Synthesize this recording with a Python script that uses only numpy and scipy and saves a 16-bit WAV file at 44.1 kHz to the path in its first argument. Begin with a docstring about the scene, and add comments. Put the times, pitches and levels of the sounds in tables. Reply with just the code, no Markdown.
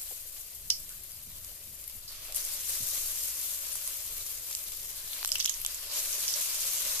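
"""A bright sizzle over a duller froth, with spits and pops: battered pieces deep-fry in a wok of
hot oil in a small kitchen, and two more are slipped in. Sizzle and froth are noise under
the envelopes of countless bursting steam bubbles; larger bubbles are clicks and noise bursts that ring.
Faint rings follow the froth; low noise makes the burner and, from about 0.5 to 2 s, a deeper layer.
Two microphone ports hear it, the left one brighter."""
import sys
import numpy as np
from scipy import signal
from scipy.fft import rfft, irfft
from scipy.io import wavfile

SR = 44100
rng = np.random.default_rng(int(sys.argv[2]) if len(sys.argv) > 2 else 0)


def to_wav(sig):
    """Store sig (one row per channel, or 1-D mono) as 16-bit WAV at the path in sys.argv[1].

    Samples outside -1..1 are clipped; the rate is SR.
    """
    pcm = np.clip(np.atleast_2d(sig), -1, 1) * 32767
    pcm = np.round(pcm).astype(np.int16)
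    wavfile.write(sys.argv[1], SR, pcm.T)  # frames by channels


N = 308700

CUTOFF_HZ = 14300   # top of the hearing range of the ports
HZ = np.maximum(np.arange(N // 2 + 1) * SR / N, 1)   # FFT bins


def from_db(db):
    """Gain of a level in dB."""
    return 10 ** (np.asarray(db) / 20)


def rms_one(x):
    """Scale to rms 1."""
    return x / np.sqrt(np.mean(x ** 2) + 1e-20)


def peak_one(x):
    """Scale to peak 1."""
    return x / np.abs(x).max()


def at_hz(points):
    """Read a table over log frequency at every FFT bin."""
    hz, value = np.transpose(points)
    return np.interp(np.log(HZ), np.log(hz), value)


def drift(rate_hz):
    """Slow chance of spread 1: noise at every 20th sample, twice through a one-pole low-pass."""
    r = np.exp(-40 * np.pi * rate_hz / SR)
    noise = rng.standard_normal(N // 20 + 3002)
    slow = signal.lfilter([1], [1, -2 * r, r * r], noise)[3000:]   # skip the filter's run-in
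    return np.interp(np.arange(N) / 20, np.arange(len(slow)), rms_one(slow))


def bursts(per_s, spread_db, burst_ms, clump_db, bed):
    """Envelope of bubbles bursting at random, in clumps, a few much larger, over a steady bed."""
    born = rng.random(N) < per_s * from_db(clump_db * drift(25)) / SR
    power = born * from_db(2 * spread_db * np.minimum(rng.exponential(1, N), 5))
    r = np.exp(-1000 / (burst_ms * SR))
    power = signal.lfilter([1], [1, -r], power)
    return np.sqrt(bed + power / power.mean())


def stereo_noise(envelope, spectrum):
    """Noise under an envelope, coloured, alike on both sides in the bass and unrelated in the treble."""
    # How alike the two ports hear a noise. Each row: frequency in Hz, left-right likeness from 0 to 1.
    likeness = [(60, 1), (125, 0.96), (250, 0.89), (1000, 0.71), (2000, 0.61), (4000, 0.02), (8000, 0.091),
                (14000, 0.037)]
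    mid, side = rfft(envelope * rng.standard_normal((2, N)))
    alike = at_hz(likeness)
    pair = np.sqrt(1 + alike) * mid + np.sqrt(1 - alike) * side * [[1], [-1]]
    return rms_one(irfft(pair * from_db(at_hz(spectrum)), N))


def patchy(x, depth_db, rate_hz):
    """Third-octave bands above 700 Hz, and all below as one, swell and thin out each on its own."""
    band = np.floor(3 * np.log2(np.maximum(HZ / 700, .9)))
    spectrum = rfft(x)
    total = 0
    for k in np.unique(band[HZ < CUTOFF_HZ]):
        total = total + from_db(depth_db * drift(rate_hz)) * irfft(spectrum * (band == k), N)
    return rms_one(total)


def resonate(x, hz, width_hz):
    """Two-pole resonance with gain 1 on top."""
    r = np.exp(-np.pi * width_hz / SR)
    top = np.array([1, 0, -1]) * (1 - r * r) / 2
    return signal.lfilter(top, [1, -2 * r * np.cos(2 * np.pi * hz / SR), r * r], x)


def twice(x, hz, width_hz):
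    """The same resonance applied twice: steep skirts."""
    return resonate(resonate(x, hz, width_hz), hz, width_hz)


def low_noise():
    """Low noise around 70 and 137 Hz at levels set point by point, from about 0.5 to 2 s."""
    # Levels of the low noise.
    # Each row: time in seconds, level in dB around 70 Hz, level in dB around 137 Hz.
    low_levels = [(0.499, -74.5, -71), (0.547, -72, -86), (0.658, -70, -60), (0.758, -71, -92),
                  (0.78, -80, -66), (0.815, -59.5, -72), (1.034, -75, -67), (1.078, -75, -94),
                  (1.13, -63.5, -71), (1.444, -60, -72), (1.564, -72.5, -95), (1.676, -55.5, -58),
                  (1.802, -82, -79), (1.88, -64.5, -86), (1.906, -81, -85), (1.958, -54, -68),
                  (2.028, -81, -82), (2.051, -56.5, -86)]
    s, deep_db, upper_db = np.transpose(low_levels)
    t, noise = np.arange(N) / SR, rng.standard_normal((2, N))
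    deep = rms_one(twice(noise[0], 70, 73))
    upper = rms_one(twice(noise[1], 137, 78))
    deep_gain = from_db(np.interp(t, s, deep_db, left=-120, right=-120))
    upper_gain = from_db(np.interp(t, s, upper_db, left=-120, right=-120))
    return deep_gain * deep + upper_gain * upper


def burner():
    """The burner rumbles below the wok: mostly low noise whose level wanders slowly."""
    # Colour of the burner. Each row: frequency in Hz, relative level in dB per Hz.
    burner_spectrum = [(4, -22), (11, 14), (17, 8.5), (22, -17), (33, -7), (41, 2.5), (46, 0.5), (52, -3.5),
                       (80, -4.5), (140, -14.5), (220, -22.5), (470, -19), (600, -20.5), (790, -26),
                       (1200, -46), (1600, -31.5), (2500, -27)]
    level_db = -53.5
    return from_db(level_db) * stereo_noise(from_db(1.7 * drift(3.5)), burner_spectrum)


def gulps():
    """A big bubble closes under the oil: a short noisy ring, low in pitch."""
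    # Dull gulps in the oil.
    # Each row: start in seconds, peak level in dB, pitch in Hz, 60 dB decay of the push in seconds.
    gulp_rows = [(0.108, -48, 490, 0.052), (.108, -48, 840, 0.02), (.9, -50.5, 1440, 0.23),
                 (1.262, -50.5, 147, 0.087), (1.515, -56, 600, .05), (1.665, -56, 180, .15),
                 (1.949, -51, 93, 0.05), (2.105, -54, 1070, .08), (2.28, -49.5, 616, .4),
                 (2.685, -53, 480, 0.089), (2.79, -44.5, 119, 0.15), (2.797, -51.5, 220, 0.051)]
    swell_cycles, sharpness = 1.7, 2.1   # time constant of the onset; pitch over bandwidth
    out, t = np.zeros(N + 8000), np.arange(8000) / SR
    noises = rng.standard_normal((len(gulp_rows), 8000))
    for (s, db, hz, t60_s), noise in zip(gulp_rows, noises):
        push = noise * (1 - np.exp(-t * hz / swell_cycles)) * from_db(-60 * t / t60_s)
        i = round(s * SR)
        out[i:i + 8000] += from_db(db) * peak_one(twice(push, hz, hz / sharpness))
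    return out[:N]


def boil():
    """Gains of sizzle, fine top and froth: every bit of batter flares, swells and calms; powers add."""
    # Batter starts to boil, as whole pieces, first touches, far ends and drips.
    # Each row: start in seconds, full-boil level in dB of the sizzle, of its fine top and of the froth,
    # swell time in seconds, calming time in seconds.
    batter = [(-0.24, -31.5, -23.5, -39, .63, 0.54), (1.3, -48, -60, -50, 0.77, 1),
              (2.07, -39, -52, -47, 0.027, 0.088), (2.11, -43, -48, -39.5, 0.64, 0.88),
              (2.338, -27.5, -23.5, -36, 0.54, 0.76), (2.64, -31.5, -27.5, -48, 0.18, 1.6),
              (5.11, -37, -42, -41.5, 0.033, 0.17), (5.67, -29, -50, -34.5, 0.71, 0.21),
              (5.79, -44, -48, -37.5, .15, 0.42), (5.86, -40, -41, -37.5, 0.035, 0.099),
              (5.91, -25.5, -23.5, -34.5, 1, 3.6)]
    # How far sizzle, fine top and froth calm down as the crust dries, each in dB.
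    simmer_db = (-24, -19.5, -18)
    flare_s, swell_db = 0.011, 11   # each flares up at once, short of its full boil by this much
    power = np.zeros((3, N))
    for s, *full_db, swell_s, calming_s in batter:
        age = np.maximum(np.arange(N) / SR - s, 0)
        calm = 1 - np.exp(-age / calming_s)
        swell = -swell_db * np.exp(-age / swell_s)
        db = np.outer(simmer_db, calm) + swell + np.reshape(full_db, (-1, 1))
        power += (from_db(db) * (1 - np.exp(-age / flare_s))) ** 2
    return np.sqrt(power)


def froth():
    """Slower bursts of steam bubbles: noise with a dull colour and patchy bands."""
    # Colour of the froth. Each row: frequency in Hz, relative level in dB per Hz.
    froth_spectrum = [(150, -46), (250, -16), (355, -24.5), (388, -12.5), (474, -13.5), (592, -5),
                      (772, -16.5), (1140, -7.5), (1260, -10), (1770, -11), (1900, -9), (2510, -5.5),
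                      (5000, -0.5), (6500, -13.5), (11000, -120)]
    envelope = bursts(per_s=190, spread_db=1.0, burst_ms=11.6, clump_db=1.5, bed=0.9)
    return patchy(stereo_noise(envelope, froth_spectrum), depth_db=1.5, rate_hz=10.2)


def faint_rings():
    """Brief faint rings at scattered pitches around 3500 Hz follow the froth, each a little to one side."""
    per_s, sharpness, level_db = 700, 34, -14   # sharpness is pitch over bandwidth; level is over the froth
    common_hz, fall_db = 3500, 23   # strongest pitch; how much weaker one octave off
    size = from_db(1.3 * np.minimum(rng.exponential(1, N), 4)) * (rng.random(N) < per_s / SR)
    dealt = rng.integers(0, 18, N)   # which of 18 pitches each ring takes
    sides = size * rng.normal(1.0, .6, (2, N)) + 1e-18   # the trace keeps the filters fast
    rings = 0
    for k, octave in enumerate(np.linspace(-1, .8, 18)):
        hz = common_hz * 2 ** octave
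        rings = rings + from_db(-fall_db * octave ** 2) * resonate(sides * (dealt == k), hz, hz / sharpness)
    band = signal.butter(2, [1500, 7000], "band", fs=SR, output="sos")
    return from_db(level_db) * rms_one(signal.sosfilt(band, rings))


def fine_top(shared):
    """The sizzle's fine top: treble noise that follows its bursts and many quicker ones."""
    # Colour of the fine top. Each row: frequency in Hz, relative level in dB per Hz.
    fine_spectrum = [(5000, -28.5), (7000, -6), (9000, -5), (11500, -1.5), (13000, 1), (14500, -3)]
    quick = bursts(per_s=4000, spread_db=1.5, burst_ms=.15, clump_db=2.0, bed=3.0)
    return stereo_noise(shared ** .7 * quick, fine_spectrum)


def sizzle(shared):
    """Countless steam bubbles burst: bright noise under their envelope, in patchy bands."""
    # Colour of the sizzle. Each row: frequency in Hz, relative level in dB per Hz.
    sizzle_spectrum = [(880, -37), (1500, -16), (4790, -3), (6190, 4), (9000, 0.5), (11700, -2),
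                       (19800, -120)]
    return patchy(stereo_noise(shared, sizzle_spectrum), depth_db=1.16, rate_hz=23.0)


def ticks():
    """Lone droplets crack at random: single clicks, a few much larger, without bass."""
    per_s, spread_db, gain_db = 42, 3.5, 5
    size = from_db(spread_db * np.minimum(rng.exponential(1, N), 3)) * rng.choice([-1, 1], N)
    sides = from_db(2.4 * rng.standard_normal((2, N)))
    clicks = size * (rng.random(N) < per_s / SR) * sides
    high = signal.butter(1, 2500, "high", fs=SR, output="sos")
    return from_db(gain_db) * signal.sosfilt(high, clicks)


def pops():
    """A click and a burst ring at the bubble's pitch, with a snap, a thud, a fading fizz and the wok's hum."""
    # Spitting bubbles, and at 2.079 s a splash as batter drops in. Each row: start in seconds, peak level of
    # the ring in dB, ring pitch in Hz, snap in dB over the ring, thud in dB over the ring, pan as left over
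    # right in dB, decay time of the burst in ms, fizz in dB over the ring's peak.
    pop_rows = [(0.0155, -25, 8000, -4, -30, -8, .5, -30), (0.0205, -27, 8200, 0, -30, 0, 0.54, -30),
                (0.7007, -15, 5300, -5, -37, 5, 1.0, -22), (0.701, -17, 10700, -6, -38, 6, 1.2, -27),
                (0.7025, -10.5, 5160, -12, -43, -2, 1.1, -18), (0.7025, -25.5, 3000, -14, -37, 0, 1.6, -28),
                (0.7039, -12, 5760, -7, -39, -4, .6, -25), (0.705, -24, 5300, -10, -39, -2, .6, -30),
                (0.8926, -29.5, 9030, 4, -27, -6, 1, -23), (1.036, -33, 12500, -3, -30, 0, 5, -18),
                (1.1185, -30, 11100, 3, -24, -4, .5, -23), (1.4470, -29.5, 10470, 9.5, -33, -10, 0.65, -29),
                (1.841, -28.5, 10600, 1, -29, -1, 1, -30), (1.8775, -26, 12300, -6, -32, 0, 3.2, -26),
                (1.898, -32, 11000, 6, -28, -8, 1.1, -29), (1.9673, -32.5, 10900, -16, -17, 5, 1.1, -21),
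                (2.079, -41, 4830, -10, -25, 1, 25, -6), (2.3235, -35, 7660, 14, -8, -6, 4, -26),
                (2.347, -22, 8750, 2, -18, -5, 1.2, -21), (2.357, -21, 11100, -11, -30, 2, 0.82, -23),
                (2.3615, -23, 10500, -15, -35, 22, 1.1, -22), (2.3707, -22, 12000, -2, -30, 6, .6, -28),
                (2.376, -27, 11000, 0, -30, 0, .6, -28), (2.45, -22, 8440, -3, -31, -9, 1.3, -32),
                (3.718, -33.5, 8970, -6, -34, 8, 10, -16), (3.7274, -33.5, 9700, 2, -39, 23, 3, -15),
                (3.7554, -23.5, 9400, 10.5, -7, -12, 0.79, -32),
                (3.8762, -15.5, 9700, -8, -27, -6, 0.95, -26), (4.5113, -30, 7000, 8, -7, 4, 1.06, -23),
                (4.5282, -30, 6540, 9.5, -19, 7, 1.7, -18.5), (4.5505, -22.5, 7500, 8.5, -28, -4, 1.4, -23),
                (4.7205, -30, 11000, 8, -20, 8, 1, -22), (4.735, -31, 7500, 6, -25, 1, 3, -20),
                (5.0755, -45.5, 5600, 21.5, 2, 9, 6.2, -20), (5.128, -41, 2500, 0, 1, 0, 0.68, -29),
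                (5.1318, -27, 3830, -1, -11.5, -3, 1.8, -29), (5.142, -39, 4000, 2, -9, -1.5, 0.91, -30.5),
                (5.165, -34, 11000, 5, -1, -2, 0.42, -28), (5.2105, -26, 13300, -15, -25, 0, 1.5, -28),
                (5.2145, -39, 3700, 1, -2, 3, .5, -28), (5.2294, -26.5, 4150, 14, 1.5, 5, 0.64, -26),
                (5.248, -23.5, 5600, 17, 2.5, 7, 1.15, -23), (5.2588, -21, 12000, 9, -16, -2, .8, -26),
                (5.276, -18, 7900, -3, -30, 0, .8, -22), (5.291, -26.5, 3300, 11, -6, -7, .8, -40),
                (5.304, -33, 10900, 10, -24, 0, .8, -26), (5.3186, -17, 5200, 8, -17, -8, 1.1, -19.5),
                (5.3253, -16, 7650, -6, -39, -7, 0.6, -26), (5.3546, -21, 2830, 10, -7, 0, 2.2, -19.5),
                (5.3565, -23, 5800, 4, -25, 0, 1.6, -19), (5.383, -26, 7660, 4, -24, 3, 2.9, -19),
                (5.3947, -30, 6140, -4, -28, -20, 2.3, -18), (5.4005, -17.5, 5700, -2, -21, -5, 2.7, -22),
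                (5.4077, -21.5, 4770, 9, -22, -6, 2.3, -21), (5.4, -28, 3400, -10, -28, 0, 9.3, -12.5),
                (5.426, -23, 5560, -1, -30, 2, 2.2, -22), (5.4457, -11.5, 6650, -19, -23, -5, 0.58, -23),
                (5.455, -16.5, 3360, 2, -23, 0, 1.6, -30), (5.4555, -20, 5800, 3, -30, 0, 1.7, -28),
                (5.4590, -19.5, 6200, 12.5, -21, -6, 2.3, -24),
                (5.4750, -28.5, 3300, -18, -18, -1, 7.9, -13.5),
                (5.4948, -17.5, 6600, 0, -27, -9, 2.3, -19.5), (5.4958, -21.5, 10900, 9, -19, 2, 0.88, -28),
                (5.4958, -31, 3600, -10, -23, 5, 3, -17), (5.5405, -22.5, 6300, -13, -36, -1, 2.5, -30),
                (5.5755, -28, 11500, -10, -25, 5, .7, -30), (5.6015, -27, 11000, -0.5, -21, -3, .8, -30),
                (5.6055, -26, 11000, -8, -34, -4, 0.87, -28), (5.6160, -18.5, 12200, -4, -36, 1, 0.71, -23),
                (5.6489, -24, 3320, 13, -3.5, -5, 1.7, -22), (5.663, -18, 7660, 9.5, -29, -3, 1.1, -29),
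                (5.7454, -33.5, 7200, -3, -37, -22, 2.4, -30), (6.059, -29, 8000, 4, -30, 0, .7, -28),
                (6.1285, -22, 6250, 3, -16, -1, 1, -16), (6.2800, -15.5, 5460, -6, -29, -6, .9, -17),
                (6.3388, -27.5, 5600, -23, -57, -25, 1.9, -20),
                (6.775, -25.5, 6960, -6, -50, -14, 1.5, -25)]
    # Resonances of the wok. Each row: frequency in Hz, width in Hz, relative level in dB.
    wok_modes = [(2300, 53, -7), (3040, 41, 8.5), (3430, 75, 2), (4950, 160, 7.5)]
    ring_sharpness, fizz_sharpness = 3.5, 4.4   # pitch over bandwidth, each resonance applied twice
    alike, click_size = 0.53, 3.9   # share of noise common to both sides; click of a 1 ms burst
    snap_share = 0.45   # the snap decays in this share of the burst's time
    fizz_t60_s, wok_t60_s, wok_under_fizz_db = 0.23, 0.11, -5.5
    out, t = np.zeros((2, N + 8000)), np.arange(8000) / SR
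    high = signal.butter(2, 3600, "high", fs=SR, output="sos")
    low = signal.butter(2, [800, 3600], "band", fs=SR, output="sos")
    noise = rng.standard_normal((len(pop_rows), 3, 8000))
    for row, (both, left, right) in zip(pop_rows, noise):
        s, db, hz, snap_db, thud_db, pan_db, burst_ms, fizz_db = row
        pair = alike * both + np.sqrt(1 - alike ** 2) * np.array([left, right])
        click = t == 0
        snap_decay = np.exp(-1000 * t / (snap_share * burst_ms))
        # the film tears, then sprays
        burst = pair * np.exp(-1000 * t / burst_ms) + click_size / burst_ms * click
        pop = peak_one(twice(burst, hz, hz / ring_sharpness))
        fizz = rms_one(twice(pair, hz, hz / fizz_sharpness))
        pop += from_db(fizz_db - 60 * t / fizz_t60_s) * fizz
        pop *= from_db(np.array([[pan_db], [-pan_db]]) / 2)
        snap = pair * snap_decay + 0.5 * click
        pop += from_db(snap_db) * peak_one(signal.sosfilt(high, snap))
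        thud = 0.19 * both * snap_decay + click   # alike on both sides
        pop += from_db(thud_db) * peak_one(signal.sosfilt(low, thud))
        wok = sum(from_db(mode_db) * resonate(pair[::-1], mode_hz, width_hz)
                  for mode_hz, width_hz, mode_db in wok_modes)
        pop += from_db(fizz_db + wok_under_fizz_db - 60 * t / wok_t60_s) * rms_one(wok)
        i = round(s * SR)
        out[:, i:i + 8000] += from_db(db) * pop
    return out[:, :N]


def scene():
    """Mix the frying, led by the boil, with burner, pops, gulps and low noise."""
    sizzle_gain, fine_gain, froth_gain = boil()
    surge = from_db(.7 * drift(15))   # the boil surges and slackens
    shared = bursts(per_s=1200, spread_db=1.9, burst_ms=.25, clump_db=2.0, bed=1.2)
    frying = sizzle_gain * (sizzle(shared) + ticks())
    frying += fine_gain * from_db(0.99 * drift(18)) * fine_top(shared)   # the fine top flickers
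    frying += froth_gain * (froth() + faint_rings())
    return surge * frying + burner() + pops() + gulps() + low_noise()


def record(dry):
    """Each port has its own colour, the left hears the treble a little late; the top is cut."""
    # Colour of the left port against the right. Each row: frequency in Hz, left over right in dB.
    port_tilt = [(60, -2), (99, 4), (160, -5.5), (270, 0.5), (450, -1.5), (740, 0.5), (1220, -0.5),
                 (2010, 0), (3330, 0), (5500, -2.5), (9080, 0), (15000, 20.5)]
    # Timing between the ports. Each row: frequency in Hz, phase in radians by which the left leads.
    left_lead = [(0, 0), (2700, -.3), (3400, -2.2), (4500, -3.2), (6000, -2.2), (9300, -3.7), (14500, -9)]
    tilt = from_db(at_hz(port_tilt))
    right = np.sqrt(2 / (1 + tilt ** 2))   # the two ports share the power
    left = right * tilt * np.exp(1j * np.interp(HZ, *np.transpose(left_lead)))
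    heard = irfft(rfft(dry) * np.array([left, right]), N)
    top_cut = signal.ellip(10, .2, 40, CUTOFF_HZ, fs=SR, output="sos")
    return signal.sosfiltfilt(top_cut, heard)


dry = scene()
out = record(dry)
to_wav(out)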